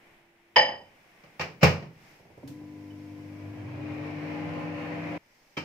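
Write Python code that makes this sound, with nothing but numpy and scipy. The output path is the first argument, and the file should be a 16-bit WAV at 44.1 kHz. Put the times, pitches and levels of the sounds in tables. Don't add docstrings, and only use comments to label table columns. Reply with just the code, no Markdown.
import sys
import numpy as np
from scipy import signal
from scipy.fft import rfft, irfft, next_fast_len
from scipy.io import wavfile
from scipy.ndimage import uniform_filter1d, minimum_filter1d, map_coordinates

SR = 44100
rng = np.random.default_rng(int(sys.argv[2]) if len(sys.argv) > 2 else 0)


def waveform_to_disk(signal):
    frames = np.transpose(np.atleast_2d(signal))
    scaled = np.clip(frames, -1, 1) * 32767
    samples = np.round(scaled).astype(np.int16)
    wavfile.write(sys.argv[1], SR, samples)


N = 248800
TIME = np.arange(N) / SR
AGE = TIME[:SR]
START_S, STOP_S = 2.45, 5.18
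LET_GO_S, LET_GO_SPAN_S = 3.81, 0.033
FULL_SPEED_HZ = 166


def amp(db):
    return 10 ** (np.asarray(db) / 20)


def unit(x):
    return x / np.sqrt(np.mean(x ** 2) + 1e-20)


def pan(db):
    return amp(np.outer([.5, -.5], db))


def along(points, hz):
    freqs, values = np.transpose(points)
    return np.interp(np.log(hz + 1), np.log(freqs + 1), values)


def bumps(peaks, hz):
    return sum(db / (1 + (2 * (hz - centre) / width) ** 2) for centre, width, db in peaks)


def wobble(rate):
    return map_coordinates(rng.standard_normal(int(N * rate / SR) + 4), [TIME * rate])


def filtered(x, response):
    size = x.shape[-1]
    padded = next_fast_len(size + 8192)
    return irfft(rfft(x, padded) * response(np.fft.rfftfreq(padded, 1 / SR)), padded)[..., :size]


def add(track, s, sound):
    part = track[:, round(s * SR):][:, :sound.shape[-1]]
    part += sound[:, :part.shape[-1]]


# f/Hz, correlation
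STEREO_LIKENESS = [(130, 0.97), (250, 0.84), (500, 0.76), (1000, 0.25), (2000, 0.038), (14000, 0.046)]
def mid_side(hz):
    angle = np.arccos(np.clip(along(STEREO_LIKENESS, hz), -1, 1)) / 2
    return np.cos(angle), np.sin(angle)


# f/Hz, left-right/dB
ROOM_PAN = [(110, -1.5), (500, -1), (1290, -1.5), (2380, 3), (4400, -5), (8120, 1.5)]
def noise(colour, size, pan_curve=ROOM_PAN):
    mid, side = filtered(rng.standard_normal((2, size)), lambda hz: amp(colour(hz)) * mid_side(hz))
    stereo = np.array([mid + side, mid - side])
    return unit(filtered(stereo, lambda hz: pan(along(pan_curve, hz))))


def ring(modes, blur, attack, pan_curve=ROOM_PAN):
    out = np.zeros((2, SR))
    for hz, db, t60 in modes:
        mid_gain, side_gain = mid_side(hz)
        scatter = signal.resample(rng.standard_normal((2, 2, 90)), SR, axis=2)
        wave = (1 + blur * (scatter[0] + 1j * scatter[1])) * np.exp(2j * np.pi * hz * AGE)
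        mid, side = mid_gain * wave[0].imag, side_gain * wave[1].real
        out += amp(db - 60 * AGE / t60) * pan(along(pan_curve, hz)) * [mid + side, mid - side]
    return out * (1 - np.exp(-AGE / attack))


# f/Hz, t60/s
ROOM_DECAY = [(100, 0.8), (250, 0.64), (600, 0.37), (2000, 0.32), (6000, 0.31), (14000, 0.28)]
def knock(colour, t60, room_db, attack):
    direct = noise(colour, SR) * amp(-60 * AGE / t60)
    hz, t, bands = signal.stft(noise(colour, SR), SR, nperseg=256)
    decay = amp(-60 * t / along(ROOM_DECAY, hz)[:, None])
    tail = signal.istft(bands * decay, SR, nperseg=256)[1][:, :SR]
    return (direct + amp(room_db) * tail) * (1 - np.exp(-AGE / attack))


# f/Hz, level/dB
BODY_EQ = [(25, -13), (45, -25.5), (160, -15.5), (260, -16), (400, -18), (800, -16.5), (1300, -23),
           (2170, -15.5), (3200, -26.5), (4750, -39), (15000, -41.5)]
HISS_EQ = [(2000, -23.5), (3500, -10), (5300, -0.5), (8000, -14), (10500, -17.5), (14000, -13)]
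# centre t/s, length/s, body level/dB, hiss level/dB
CLOTH_SWELLS = [(0.082, 0.24, -59.5, -79), (1.251, 0.9, -60, -73), (2.086, 0.2, -57.5, -66),
                (3.197, 1.5, -59.5, -69), (5.467, 0.44, -73.5, -69)]
def background():
    body_gain, hiss_gain = amp(-64.5), amp(-82)
    for s, length, body_db, hiss_db in CLOTH_SWELLS:
        swell = np.exp(-2 * ((TIME - s) / length) ** 2)
        body_gain = np.hypot(body_gain, amp(body_db) * swell)
        hiss_gain = np.hypot(hiss_gain, amp(hiss_db) * swell)
    body = body_gain * noise(lambda hz: along(BODY_EQ, hz), N)
    hiss = hiss_gain * noise(lambda hz: along(HISS_EQ, hz), N)
    tone = amp(-66.5) * np.sin(2 * np.pi * 340.5 * TIME) * np.interp(TIME, [.56, .62], [1, 0])
    return body + hiss + tone


# t/s, level/dB
KNOB_HITS = [(2.198, -51), (2.252, -50), (2.301, -48), (2.376, -42.5), (2.431, -43.5), (2.612, -47)]
CONTACT_HITS = [(2.475, -50)]
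MOTOR_JOLTS = [(2.435, -37.5), (2.489, -40)]
# f/Hz, level/dB
KNOB_EQ = [(140, 4.5), (230, -4), (430, 3), (880, -4), (1250, -20), (4000, -38.5)]
CONTACT_EQ = [(1000, -7), (2400, -6), (5800, -7), (8000, -11.5)]
# f/Hz, level/dB, t60/s
MOUNT_MODES = [(133.7, -4, 0.4), (274.5, 3, 0.18)]
def timer():
    out = np.zeros((2, N))
    for s, db in KNOB_HITS:
        turn = knock(lambda hz: along(KNOB_EQ, hz), t60=.04, room_db=-6, attack=.0004)
        add(out, s, amp(db) * turn)
    for s, db in CONTACT_HITS:
        tick = knock(lambda hz: along(CONTACT_EQ, hz), t60=0.05, room_db=-1.5, attack=0.00082)
        add(out, s, amp(db) * tick)
    for s, db in MOTOR_JOLTS:
        add(out, s, amp(db) * ring(MOUNT_MODES, blur=.12, attack=0.0029))
    add(out, LET_GO_S - LET_GO_SPAN_S, amp(-38.5) * ring(MOUNT_MODES, blur=.3, attack=.01))
    return out


# t/s, clunk level/dB, ring level/dB
DISH_HITS = [(0.5594, -16.5, -25), (0.563, -18, -14.5), (0.581, -27, -40), (0.69, -32, -55)]
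# f/Hz, level/dB
CAVITY_EQ = [(60, -23.5), (130, -21), (400, -15.5), (520, -14.5), (870, 2.5), (1400, -21), (1850, -5.5),
             (2550, -16), (3150, -7), (3550, -28), (5100, -26.5), (8500, -67)]
# f/Hz, level/dB, t60/s
GLASS_MODES = [(514, -9, .42), (575, -11, .46), (648, -11, .35), (677, -13, .35), (796, -14, .33),
               (848, -6, .35), (990, -10, .25), (1768, -6, .33), (1828, 3.5, .18), (1884, -7, .37),
               (1915, -7, .35), (2258, -10, .31), (2315, -9, .27), (2781, -15, .28), (3005, -4, .38),
               (3060, -8, .36), (4502, -17, .33), (4999, -7.5, .32), (5030, -13, .32), (6191, -25, .31),
               (7090, -36, .32)]
# f/Hz, left-right/dB
GLASS_PAN = [(520, -1), (850, -4), (1850, 2.5), (3000, -0.5), (5000, -3.5), (7000, 3.5)]
def dish():
    out = np.zeros((2, N))
    hardest_db = max(row[1] for row in DISH_HITS)
    for s, clunk_db, ring_db in DISH_HITS:
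        tilt_db = 1.87 - 0.37 * (hardest_db - clunk_db)
        colour = lambda hz: along(CAVITY_EQ, hz) + tilt_db * np.log2(np.maximum(hz, 500))
        add(out, s, amp(clunk_db) * knock(colour, t60=0.069, room_db=-2.5, attack=0.00083))
        add(out, s, amp(ring_db) * ring(GLASS_MODES, blur=.29, attack=.002, pan_curve=GLASS_PAN))
    ping_s, ping_hz, ping_db = 2.904, 3000, -55
    add(out, ping_s, ring([(ping_hz, ping_db, .12)], blur=0.39, attack=0.0018))
    return out


# f/Hz, level/dB
DOOR_EQ = [(50, -46), (90, -19), (170, -8), (240, -19), (520, -11), (1150, -18), (1600, -20.5), (2450, -19),
           (3400, -33), (5200, -27), (10500, -60), (14000, -48.5)]
# f/Hz, width/Hz, boost/dB
DOOR_RESONANCES = [(840, 70, 3.5), (1240, 41, 6), (1910, 83, 4.5), (2355, 150, 5), (2856, 470, 6)]
def clatter(tilt_db):
    def colour(hz):
        tilt = tilt_db * np.log2(np.clip(hz, 200, 2600))
        return along(DOOR_EQ, hz) + bumps(DOOR_RESONANCES, hz) + tilt
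    return knock(colour, t60=0.12, room_db=-4.5, attack=0.0013)


def hook_scrape(end_s=1.629, length_s=.019, slips=4):
    out = np.zeros((2, N))
    for remaining in np.arange(1, slips + 1) / slips:
        add(out, end_s - remaining * length_s, amp(-28 - 14 * remaining) * clatter(tilt_db=2.5))
    return out


# t/s, clatter level/dB, thud level/dB, tilt/(dB/octave), second hook's lag/s and gain/dB
DOOR_HITS = [(1.235, -50.5, -60.5, -1, 0.0074, -12), (1.395, -29, -40.5, 2, .014, 1.5),
             (1.629, -12.5, -13.5, 1.65, .011, -6.5), (1.824, -44.5, -47, -1, .03, -12.5),
             (5.569, -36, -40, 3, .005, 4)]
# f/Hz, level/dB, t60/s
CASE_MODES = [(89.5, -3, .35), (144, 1.5, .27), (162, 3.5, .26), (190, -3, .27), (431, -7, .27),
              (504, -5.5, .23), (555, -6, .18), (649, -9, .23)]
def door(rebound_s=.037, rebound_db=-14):
    out = np.zeros((2, N))
    for s, db, thud_db, tilt_db, lag, second_db in DOOR_HITS:
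        add(out, s, amp(thud_db) * ring(CASE_MODES, blur=.2, attack=.0026))
        for delay, contact_db in [(0, 0), (lag, second_db), (rebound_s, rebound_db)]:
            add(out, s + delay, amp(db + contact_db) * clatter(tilt_db))
    return out


# f/Hz, level/dB
SNAP_EQ = [(1000, -21), (5500, 5), (10500, -9), (14000, -1.5)]
# t/s, level/dB
UNLATCH_HITS = [(5.5683, -44), (5.573, -37)]
# f/Hz, level/dB, t60/s
LATCH_MODES = [(304, 5, 0.32), (912, -4.5, 0.2), (1275, -2, 0.12), (2320, 3.5, 0.086), (2700, -9, .15),
               (3104, 4.5, .13)]
def latch(snap_s=1.634):
    out = np.zeros((2, N))
    snap = knock(lambda hz: along(SNAP_EQ, hz), t60=0.073, room_db=-13.5, attack=0.00072)
    add(out, snap_s, amp(-27) * snap)
    for s, db in UNLATCH_HITS:
        add(out, s, amp(db) * ring(LATCH_MODES, blur=.3, attack=.0004))
    return out


def blade_rate(hz_per_s=99, knee=8):
    ramp_hz = hz_per_s * np.maximum(TIME - START_S, 1 / SR)
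    return ramp_hz / (1 + (ramp_hz / FULL_SPEED_HZ) ** knee) ** (1 / knee)


# f/Hz, level/dB
RUMBLE_EQ = [(50, -20), (95, 1), (140, 1.5), (220, -6), (480, -10), (600, -13), (1000, -25.5), (3000, -40),
             (9000, -69.5)]
# f/Hz, width/Hz, boost/dB
CASE_SHAKE = [(124, 51, 3.5)]
def motor():
    blade_hz = blade_rate()
    rumble_db = -48 - 12.5 * (1 - blade_hz / FULL_SPEED_HZ) + bumps(CASE_SHAKE, blade_hz)
    return amp(rumble_db) * noise(lambda hz: along(RUMBLE_EQ, hz), N)


def standing_waves(x, spacing_hz=48, drift_s=.3, depth_db=3.2):
    hz, t, bands = signal.stft(x, SR, nperseg=2048)
    grid = np.meshgrid(hz / spacing_hz, t / drift_s, indexing="ij")
    knots = [int(axis.max()) + 2 for axis in grid]
    ripple = np.array([map_coordinates(rng.standard_normal(knots), grid) for ear in x])
    return unit(signal.istft(bands * amp(depth_db * ripple), SR, nperseg=2048)[1][:, :N])


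# harmonic number, level/dB
BLADE_HARMONICS = [(1, -43), (2, -70), (3, -48)]
# f/Hz, level/dB
AIR_EQ = [(50, -37), (95, -22), (150, -15), (220, -19.5), (300, -7.5), (370, -19.5), (560, -15),
          (900, -18.5), (1400, -22), (2400, -17.5), (3600, -36.5), (5200, -39), (9000, -55.5)]
# f/Hz, width/Hz, boost/dB
DUCT_RESONANCES = [(568, 40, 8), (687, 74, 7), (817, 19, 8), (1034, 110, 5.5), (2180, 120, 2)]
# f/Hz, left-right/dB
AIR_PAN = [(110, -13), (200, -7.5), (380, 10.5), (700, -2.5), (1290, 0.5), (2380, 2), (4400, -6),
           (8120, 2.5)]
def fan(onset_hz=100.4):
    blade_hz = blade_rate()
    speed_db = 20 * np.log10(blade_hz / FULL_SPEED_HZ)
    phase = 2 * np.pi * np.cumsum(blade_hz * (1 + 0.0095 * wobble(20))) / SR
    tones = np.zeros(N)
    for order, db in BLADE_HARMONICS:
        growth = 0.86 + 1.8 * (order - 1)
        tones += amp(db + growth * speed_db + 2.2 * wobble(14)) * np.sin(order * phase)
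    singing = 1 / (1 + (onset_hz / blade_hz) ** 20)
    air = standing_waves(noise(lambda hz: along(AIR_EQ, hz) + bumps(DUCT_RESONANCES, hz), N, AIR_PAN))
    air_db = -39.5 + 3.2 * speed_db + 0.78 * wobble(14)
    return np.sqrt(2) * singing * tones + amp(air_db) * air


# harmonic number, level/dB
HUM_HARMONICS = [(2, -50.5), (3, -57), (4, -60), (5, -57), (6, -45.5), (8, -65), (10, -63), (12, -72.5),
                 (14, -71), (18, -73.5), (20, -68.5), (40, -80.5)]
# t/s, drone left-right/dB, gain at 100 Hz/dB
HUM_AUTOMATION = [(2.6, 3.5, -4.5), (3.7, 6.5, 5.5), (5.15, 6.5, -1.5)]
def hum(mains_hz=50):
    swell_db = np.interp(TIME, [LET_GO_S - LET_GO_SPAN_S / 2, LET_GO_S + LET_GO_SPAN_S / 2], [0, 6])
    times, *lanes = np.transpose(HUM_AUTOMATION)
    pan_db, low_db = [np.interp(TIME, times, lane) for lane in lanes]
    phase = 2 * np.pi * mains_hz * TIME
    out = np.zeros((2, N))
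    for order, db in HUM_HARMONICS:
        drone_share = np.exp(-(order - 6) ** 2 / 2)
        level_db = db + drone_share * swell_db + (order == 2) * low_db + 0.19 * wobble(4.2)
        partial = amp(level_db) * np.sin(order * phase + 2 * np.pi * rng.random() + 0.079 * wobble(7))
        out += partial * pan(drone_share * pan_db)
    return np.sqrt(2) * out


def low_cut(x, corner_hz):
    return signal.sosfilt(signal.butter(6, corner_hz, "high", fs=SR, output="sos"), x)


def scene():
    handling = dish() + hook_scrape() + door() + timer() + latch()
    gate = np.clip((TIME - START_S) / .06, 0, 1) * np.clip((STOP_S - TIME) / .003, 0, 1)
    running = gate * (hum() + fan() + motor())
    return low_cut(handling + running, corner_hz=78.0) + background()


def record(dry):
    ceiling, top_hz = .86, 15600
    needed = np.minimum(1, ceiling / (np.abs(dry).max(axis=0) + 1e-9))
    gain = uniform_filter1d(minimum_filter1d(needed, size=200), size=200)
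    return filtered(dry * gain, lambda hz: hz < top_hz)


dry = scene()
out = record(dry)
waveform_to_disk(out)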